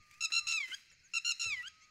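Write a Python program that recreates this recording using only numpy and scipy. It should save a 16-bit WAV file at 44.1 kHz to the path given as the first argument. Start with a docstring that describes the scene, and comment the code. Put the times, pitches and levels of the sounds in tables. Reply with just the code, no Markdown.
"""Over an open field the air rumbles faintly, leaves brush and far birds call, wail and chirp.
Dry stalks snap; then a shrill bird, probably a lapwing, yelps twice as soft steps begin on the soil.
A long note follows, sliding down and flicking up. Each yelp and slide opens in a rasping flutter
and then clears: harmonics from the syrinx, filtered by throat and beak, scattered by crops and trees.
From 1.1 s the bird scolds in the same way again, and a second far wail closes the scene."""
import sys
import numpy as np
from scipy import signal
from scipy.fft import rfft, irfft
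from scipy.io import wavfile
from scipy.ndimage import uniform_filter1d

SR = 44100
rng = np.random.default_rng(int(sys.argv[2]) if len(sys.argv) > 2 else 0)


def to_wav(s):
    """Save 16-bit WAV."""
    ch = np.atleast_2d(s).T  # columns
    pcm = np.round(np.clip(ch, -1, 1) * 32767)  # PCM
    wavfile.write(sys.argv[1], SR, pcm.astype(np.int16))


N = 83790
TIME = np.arange(N) / SR

# spectra of moving air, low rumble and thuds, stalks and leaves, dry soil: f/Hz, gain/dB
AIR_SPECTRUM = [(20, -14), (55, -2), (90, -4.5), (160, 0), (260, -7), (800, -18), (1100, -16), (1600, -8),
                (2100, 3), (2700, 4.5), (3000, -22), (3600, -17), (4200, 1.5), (5500, -7), (6700, -6),
                (7400, -17), (9000, -52), (15000, -47)]
LOW_SPECTRUM = [(20, 7), (45, -25), (70, 7), (140, -1), (250, -19), (700, -27), (2000, -85)]
STALK_SPECTRUM = [(500, -35), (2000, 4.5), (4000, -12.5), (6200, -5), (9000, -13.5), (15000, -21.5)]
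SOIL_SPECTRUM = [(300, -30), (900, -26), (1400, -9), (2100, -3.5), (3000, -18), (6000, -19), (15000, -36)]
# envelopes of the rumble and of brushing leaves: t/s, level/dB
RUMBLE_LEVELS = [(0, -66), (.08, -78), (.21, -72), (.29, -91), (.42, -67.5), (.53, -76), (.64, -84.5),
                 (.8, -77), (.93, -85), (1.01, -72.5), (1.08, -80), (1.72, -84.5), (1.9, -75.5)]
RUSTLE_LEVELS = [(0, -85), (.06, -73.5), (.13, -69), (.2, -71), (.6, -66), (.73, -55.5), (.79, -66),
                 (.95, -85), (1.2, -70.5), (1.45, -67), (1.62, -64.5), (1.72, -81), (1.9, -81)]
# responses of throat and beak, and of scattering vegetation: f/Hz, gain/dB
THROAT_RESPONSE = [(1000, -38.5), (1350, -15), (1600, -12.5), (2000, -6), (2780, 2.5), (3300, 3),
                   (4120, -6), (4700, -1.5), (5400, -7), (6000, -15), (6700, -4), (7100, -8.5), (7500, -7),
                   (8150, -20.5), (8700, -35), (9600, -29.5), (10900, -28), (12800, -41.5), (15000, -39.5)]
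SCATTER_RESPONSE = [(500, -23), (1400, 1), (2100, -8.5), (2750, -0.5), (3300, -2), (4100, 5), (6700, 1),
                    (7600, -6), (9000, 7), (15000, -32.5)]
# far bird of the scolding kind: t/s, duration/s, first f/Hz, last f/Hz, source level/dB
FAR_CALL_NOTES = [(0, 0.053, 1172, 1000, -69.5), (0.104, 0.072, 1100, 1343, -65),
                  (0.871, 0.076, 1410, 1295, -73.5), (1.798, 0.065, 981, 1194, -62.5),
                  (1.831, 0.017, 1480, 1640, -87)]
# far wails, perhaps peafowl, one course each: t/s, f/Hz, level/dB
WAIL_COURSES = [
    [(0, 1227, -68.5), (.16, 1194, -70), (.25, 1291, -59), (.37, 1226, -64.5), (.43, 1224, -58.5),
     (.5, 1095, -66.5), (.56, 1064, -69.5)],
    [(1.56, 1270, -70), (1.68, 1256, -71), (1.8, 1278, -68.5), (1.87, 1234, -72), (1.9, 1262, -68.5)],
]
# snapping stalks: t/s, level/dB
STALK_SNAPS = [(0.111, -54.5), (0.14, -59.5), (1.461, -76)]
# distant chirps, and at 1.022 s a pure rising tone of the far bird: t/s, duration/s, first f/Hz, last f/Hz,
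# level/dB
CHIRP_NOTES = [(0.177, 0.0085, 6650, 5900, -65), (0.899, 0.011, 6120, 5100, -59.5),
               (0.914, 0.039, 7540, 6110, -63.5), (0.988, .022, 5450, 4940, -67.5),
               (1.022, .075, 1413, 1670, -69), (1.033, 0.05, 7060, 6150, -61),
               (1.113, .02, 5520, 4900, -64.5), (1.803, .06, 6010, 6580, -64)]
# yelps: t/s, duration/s, top f/Hz, final droop/fraction of f, source level/dB, overtones/dB,
# third harmonic/dB, flutter beats, beat period/s, roughness
YELP_NOTES = [(.207, 0.053, 1364, 0.079, -37, 2.5, -2, 2, 0.014, 0.65),
              (.320, 0.076, 1371, 0.032, -34.5, 0, 5, 3, 0.0138, 0.54),
              (1.136, 0.049, 1387, 0.077, -34.5, -2, -2, 2, 0.01357, 0.5),
              (1.247, 0.076, 1418, 0.083, -35.5, 2, 0, 5, .0143, 0.42)]
# footfalls: t/s, knock f/Hz, knock level/dB, thud level/dB, crunch level/dB
FOOTFALLS = [(0.302, 342, -68, -101, -52.5), (0.681, 343, -62.5, -102, -55), (.912, 560, -74, -80, -62.5),
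             (1.455, 480, -61, -54, -85)]
# long notes: flutter beats, beat period/s, roughness, course of (t/s, f/Hz, source level/dB, overtones/dB)
SLIDE_NOTES = [(5, .0132, 1.54, [(.469, 1325, -34.5, 1.5), (.503, 1380, -37.5, 2.5),
               (.545, 1320, -34, -4.5), (.565, 1312, -40, -2), (.584, 1230, -33.5, -10),
               (.612, 1133, -32.5, -18), (.648, 1019, -35, -21.5), (.672, 1014, -49.5, -17),
               (.70, 1008, -49.5, -14), (.718, 1057, -36.5, -23)]),
               (4, 0.01425, 1.04, [(1.396, 1380, -40.5, 6.5), (1.428, 1372, -39, 4),
               (1.468, 1343, -38.5, -4), (1.50, 1288, -41.5, -5), (1.536, 1135, -31.5, -20.5),
               (1.562, 1009, -38.5, -23.5), (1.58, 996.5, -36, -21.5), (1.61, 967.5, -33.5, -41),
               (1.631, 989, -51, -21)])]
# brief dips in the long notes: t/s, depth/dB (a negative depth is a lift)
SLIDE_DIPS = [(.564, -1.5), (.597, 15), (.624, 8), (1.511, -0.5), (1.56, 10.5)]
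# upward flicks: t/s, duration/s, first f/Hz, last f/Hz, source level/dB, final overtones/dB
FLICK_NOTES = [(.718, 0.031, 1438, 1641, -44.5, 7.5), (1.629, .054, 1303, 1640, -50, 6.5)]

ATTACK_S, RELEASE_S = .0012, .003
JITTER, JITTER_RATE_HZ, SHIMMER_DB, SHIMMER_RATE_HZ = .022, 750, 2.5, 190
RASP_DB, PURE_BELOW_HZ = -44, 1300
FLUTTER_DIP_DB, FLUTTER_SAG, CLEAR_ROUGHNESS = 11.5, .0554, .12
SWELL_DB, SWELL_S = 6, .013
SCOOP, SCOOP_S, DROOP_S = .0197, .0146, .00852
STEP_ATTACK_S, KNOCK_DECAY_S, THUD_DECAY_S = .0034, .014, .072


def from_db(db):
    """Amplitude ratio: a factor of ten for every 20 dB."""
    return 10 ** (np.asarray(db) / 20)


def gain_at(spectrum, hz):
    """Frequency response, interpolated in decibels over log frequency."""
    f, db = np.transpose(spectrum)
    return from_db(np.interp(np.log(np.maximum(hz, 1)), np.log(f), db))


def noise(spectrum):
    """Spectral shaping colours white noise; the result has unit rms."""
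    x = irfft(rfft(rng.standard_normal(N)) * gain_at(spectrum, np.fft.rfftfreq(N, 1 / SR)), N)
    return x / x.std()


def drift(rate_hz):
    """Low-pass filtering of noise gives a smooth fluctuation of unit variance."""
    x = irfft(rfft(rng.standard_normal(N)) / (1 + (np.fft.rfftfreq(N, 1 / SR) / rate_hz) ** 2), N)
    return x / x.std()


def gate(start, end):
    """Envelope of a driven oscillation: linear attack, hold, exponential release."""
    return np.clip((TIME - start) / ATTACK_S, 0, 1) * np.exp(-np.maximum(TIME - end, 0) / RELEASE_S)


def arch(start, length):
    """Half-sine amplitude envelope."""
    return np.sin(np.pi * np.clip((TIME - start) / length, 0, 1))


def impact(start, attack_s, decay_s):
    """Envelope of a damped impact: linear rise, exponential decay."""
    age = TIME - start
    return np.clip(age / attack_s, 0, 1) * np.exp(-np.maximum(age - attack_s, 0) / decay_s)


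def glide(start, length, first_hz, last_hz):
    """Linear frequency sweep."""
    return np.interp(TIME, [start, start + length], [first_hz, last_hz])


def phase_of(hz):
    """Phase is the time integral of angular frequency."""
    return 2 * np.pi * np.cumsum(hz) / SR


def moving_air(hiss_db=-70):
    """Superposition of steady broadband noise and an amplitude-modulated rumble."""
    hiss = from_db(hiss_db) * noise(AIR_SPECTRUM)
    return hiss + from_db(np.interp(TIME, *np.transpose(RUMBLE_LEVELS))) * noise(LOW_SPECTRUM)


def leaves(crackle_db=2):
    """Friction of leaves makes noise; random amplitude modulation makes it crackle."""
    level_db = np.interp(TIME, *np.transpose(RUSTLE_LEVELS)) + crackle_db * drift(rate_hz=250)
    return from_db(level_db) * noise(STALK_SPECTRUM)


def syrinx(pitch, envelope, overtones_db, roughness, fundamental_db=0, third_db=0, count=12):
    """Source-filter model: the throat shapes jittering harmonics and a rasp pulsed once a cycle."""
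    on = envelope > 1e-6
    hz, bright, rough = (np.broadcast_to(v, N)[on] for v in (pitch, from_db(overtones_db), roughness))
    phase = phase_of(hz * (1 + JITTER * rough * drift(JITTER_RATE_HZ)[on]))
    shimmer_db = SHIMMER_DB * drift(SHIMMER_RATE_HZ)
    octaves_below = np.maximum(np.log2(PURE_BELOW_HZ / hz), 0)
    voice = from_db(RASP_DB) * rough * noise(THROAT_RESPONSE)[on] * (1 + np.cos(phase))
    for k in range(1, count + 1):
        weight = from_db({1: fundamental_db, 3: third_db}.get(k, 0))
        if k >= 3:   # the overtones shimmer; above the third harmonic they weaken at low pitch
            loss_db = 6 * octaves_below * np.sqrt(k - 3)
            weight = weight * bright * from_db(np.roll(shimmer_db, k * N // count)[on] - loss_db)
        harmonic = np.sqrt(2) * np.cos(k * phase + rng.normal(0, .99))
        voice += weight * gain_at(THROAT_RESPONSE, k * hz) * harmonic
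    out = np.zeros(N)
    out[on] = voice * envelope[on]
    return out


def far_calls():
    """A harmonic series swept in frequency gives each faint call of the far bird."""
    out = 0
    for start, length, first_hz, last_hz, db in FAR_CALL_NOTES:
        pitch = glide(start, length, first_hz, last_hz)
        envelope = from_db(db) * arch(start, length)
        out += syrinx(pitch, envelope, overtones_db=-4, roughness=.62, fundamental_db=6.5, third_db=-11)
    return out


def far_wails(subharmonic_db=-25.5):
    """A slowly bending tone carries a weak subharmonic one octave below."""
    out = 0
    for course in WAIL_COURSES:
        times, hz, db = np.transpose(course)
        phase = phase_of(np.interp(TIME, times, hz))
        tone = np.sin(phase) + from_db(subharmonic_db) * np.sin(phase / 2)
        out += gate(times[0], times[-1]) * from_db(np.interp(TIME, times, db)) * tone
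    return out


def field_scatter(sound):
    """Diffuse reflection from vegetation is convolution with exponentially decaying noise."""
    response = 0
    for db, t60_s in ((-15, .15), (-21.5, 1)):   # crops, trees
        tail = noise(SCATTER_RESPONSE) * from_db(-60 * TIME / t60_s)
        response += from_db(db) * tail / np.linalg.norm(tail)
    return signal.fftconvolve(sound, response)[:N]


def stalk_snaps():
    """Brittle fracture of a dry stalk radiates a quickly damped noise burst."""
    envelope = sum(from_db(db) * impact(start, ATTACK_S, decay_s=.004) for start, db in STALK_SNAPS)
    return envelope * noise(STALK_SPECTRUM)


def far_chirps(waver=.012):
    """Random frequency modulation roughens thin swept sine tones."""
    out = 0
    for start, length, first_hz, last_hz, db in CHIRP_NOTES:
        pitch = glide(start, length, first_hz, last_hz) * (1 + waver * drift(JITTER_RATE_HZ))
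        out += from_db(db) * arch(start, length) * np.sin(phase_of(pitch))
    return out


def fluttered_note(start, end, pitch, level_db, overtones_db, beats, beat_s, roughness, third_db=0):
    """Joint modulation: late in each opening beat the voice dips, sags and roughens; then it clears."""
    age = np.maximum(TIME - start, 0)
    beat = age / beat_s
    dips = sum(np.exp(-.5 * ((beat - k - .89) / .1303) ** 2) for k in range(beats))
    rough = CLEAR_ROUGHNESS + roughness * (dips + .5 * np.clip(beats + .5 - beat, 0, 1))
    envelope = gate(start, end) * from_db(level_db - FLUTTER_DIP_DB * dips - SWELL_DB * np.exp(-age / SWELL_S))
    bright_db = overtones_db + 5 * dips   # the overtones dip less than the main tone
    return syrinx(pitch * (1 - FLUTTER_SAG * dips), envelope, bright_db, rough, third_db=third_db)


def yelps():
    """Onset and offset transients: each short note scoops up to its pitch and droops as it stops."""
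    out = 0
    for start, length, hz, droop, db, overtones_db, third_db, beats, beat_s, roughness in YELP_NOTES:
        age = np.clip(TIME - start, 0, length)
        pitch = hz * (1 - SCOOP * np.exp(-age / SCOOP_S) - droop * np.exp((age - length) / DROOP_S))
        end = start + length - RELEASE_S / 2
        out += fluttered_note(start, end, pitch, db, overtones_db, beats, beat_s, roughness, third_db)
    return out


def footsteps():
    """Damped impacts on soil: a dull knock and a crunch die quickly, a low thud more slowly."""
    out, thud = 0, noise(LOW_SPECTRUM)
    for start, hz, knock_db, thud_db, crunch_db in FOOTFALLS:
        knock = noise([(hz / 2, -18), (hz, 0), (hz * 1.3, -13), (hz * 4, -16), (hz * 10, -40)])
        contact = from_db(knock_db) * knock + from_db(crunch_db) * noise(SOIL_SPECTRUM)
        out += contact * impact(start, STEP_ATTACK_S, KNOCK_DECAY_S)
        out += from_db(thud_db) * thud * impact(start, STEP_ATTACK_S, THUD_DECAY_S)
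    return out


def slides(dip_width_s=.0033):
    """Downward glissando: the tone of each long note grows purer as its overtones weaken."""
    out = 0
    dips_db = sum(depth * np.exp(-.5 * ((TIME - when) / dip_width_s) ** 2) for when, depth in SLIDE_DIPS)
    for beats, beat_s, roughness, course in SLIDE_NOTES:
        times, *columns = np.transpose(course)
        hz, db, overtones_db = (np.interp(TIME, times, column) for column in columns)
        pitch = uniform_filter1d(hz, size=500)
        out += fluttered_note(times[0], times[-1], pitch, db - dips_db, overtones_db, beats, beat_s, roughness)
    return out


def flicks(swell_db=3, swell_s=.022, opening_db=42.5):
    """A frequency jump ends each long note: the pitch sweeps up while the overtones grow."""
    out = 0
    for start, length, first_hz, last_hz, db, final_overtones_db in FLICK_NOTES:
        age = np.clip(TIME - start, 0, length)
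        pitch = glide(start, length, first_hz, last_hz)
        swell = from_db(db - swell_db * np.exp(-age / swell_s))
        envelope = gate(start, start + length - RELEASE_S / 2) * swell
        overtones_db = final_overtones_db - opening_db * (1 - age / length)
        out += syrinx(pitch, envelope, overtones_db, roughness=.59, fundamental_db=11.5, third_db=-2.5)
    return out


def scene():
    """Linear superposition of the birds, their reflections, the ground sounds and the air."""
    birds = yelps() + slides() + flicks() + far_calls() + far_chirps() + far_wails()
    ground = leaves() + stalk_snaps() + footsteps()
    return (birds + field_scatter(birds) + ground + moving_air())[None]


def record(dry, cutoff_hz=15700):
    """An elliptic low-pass filter cuts the highest treble steeply."""
    return signal.sosfilt(signal.ellip(10, .1, 70, cutoff_hz, fs=SR, output="sos"), dry)


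dry = scene()
out = record(dry)
to_wav(out)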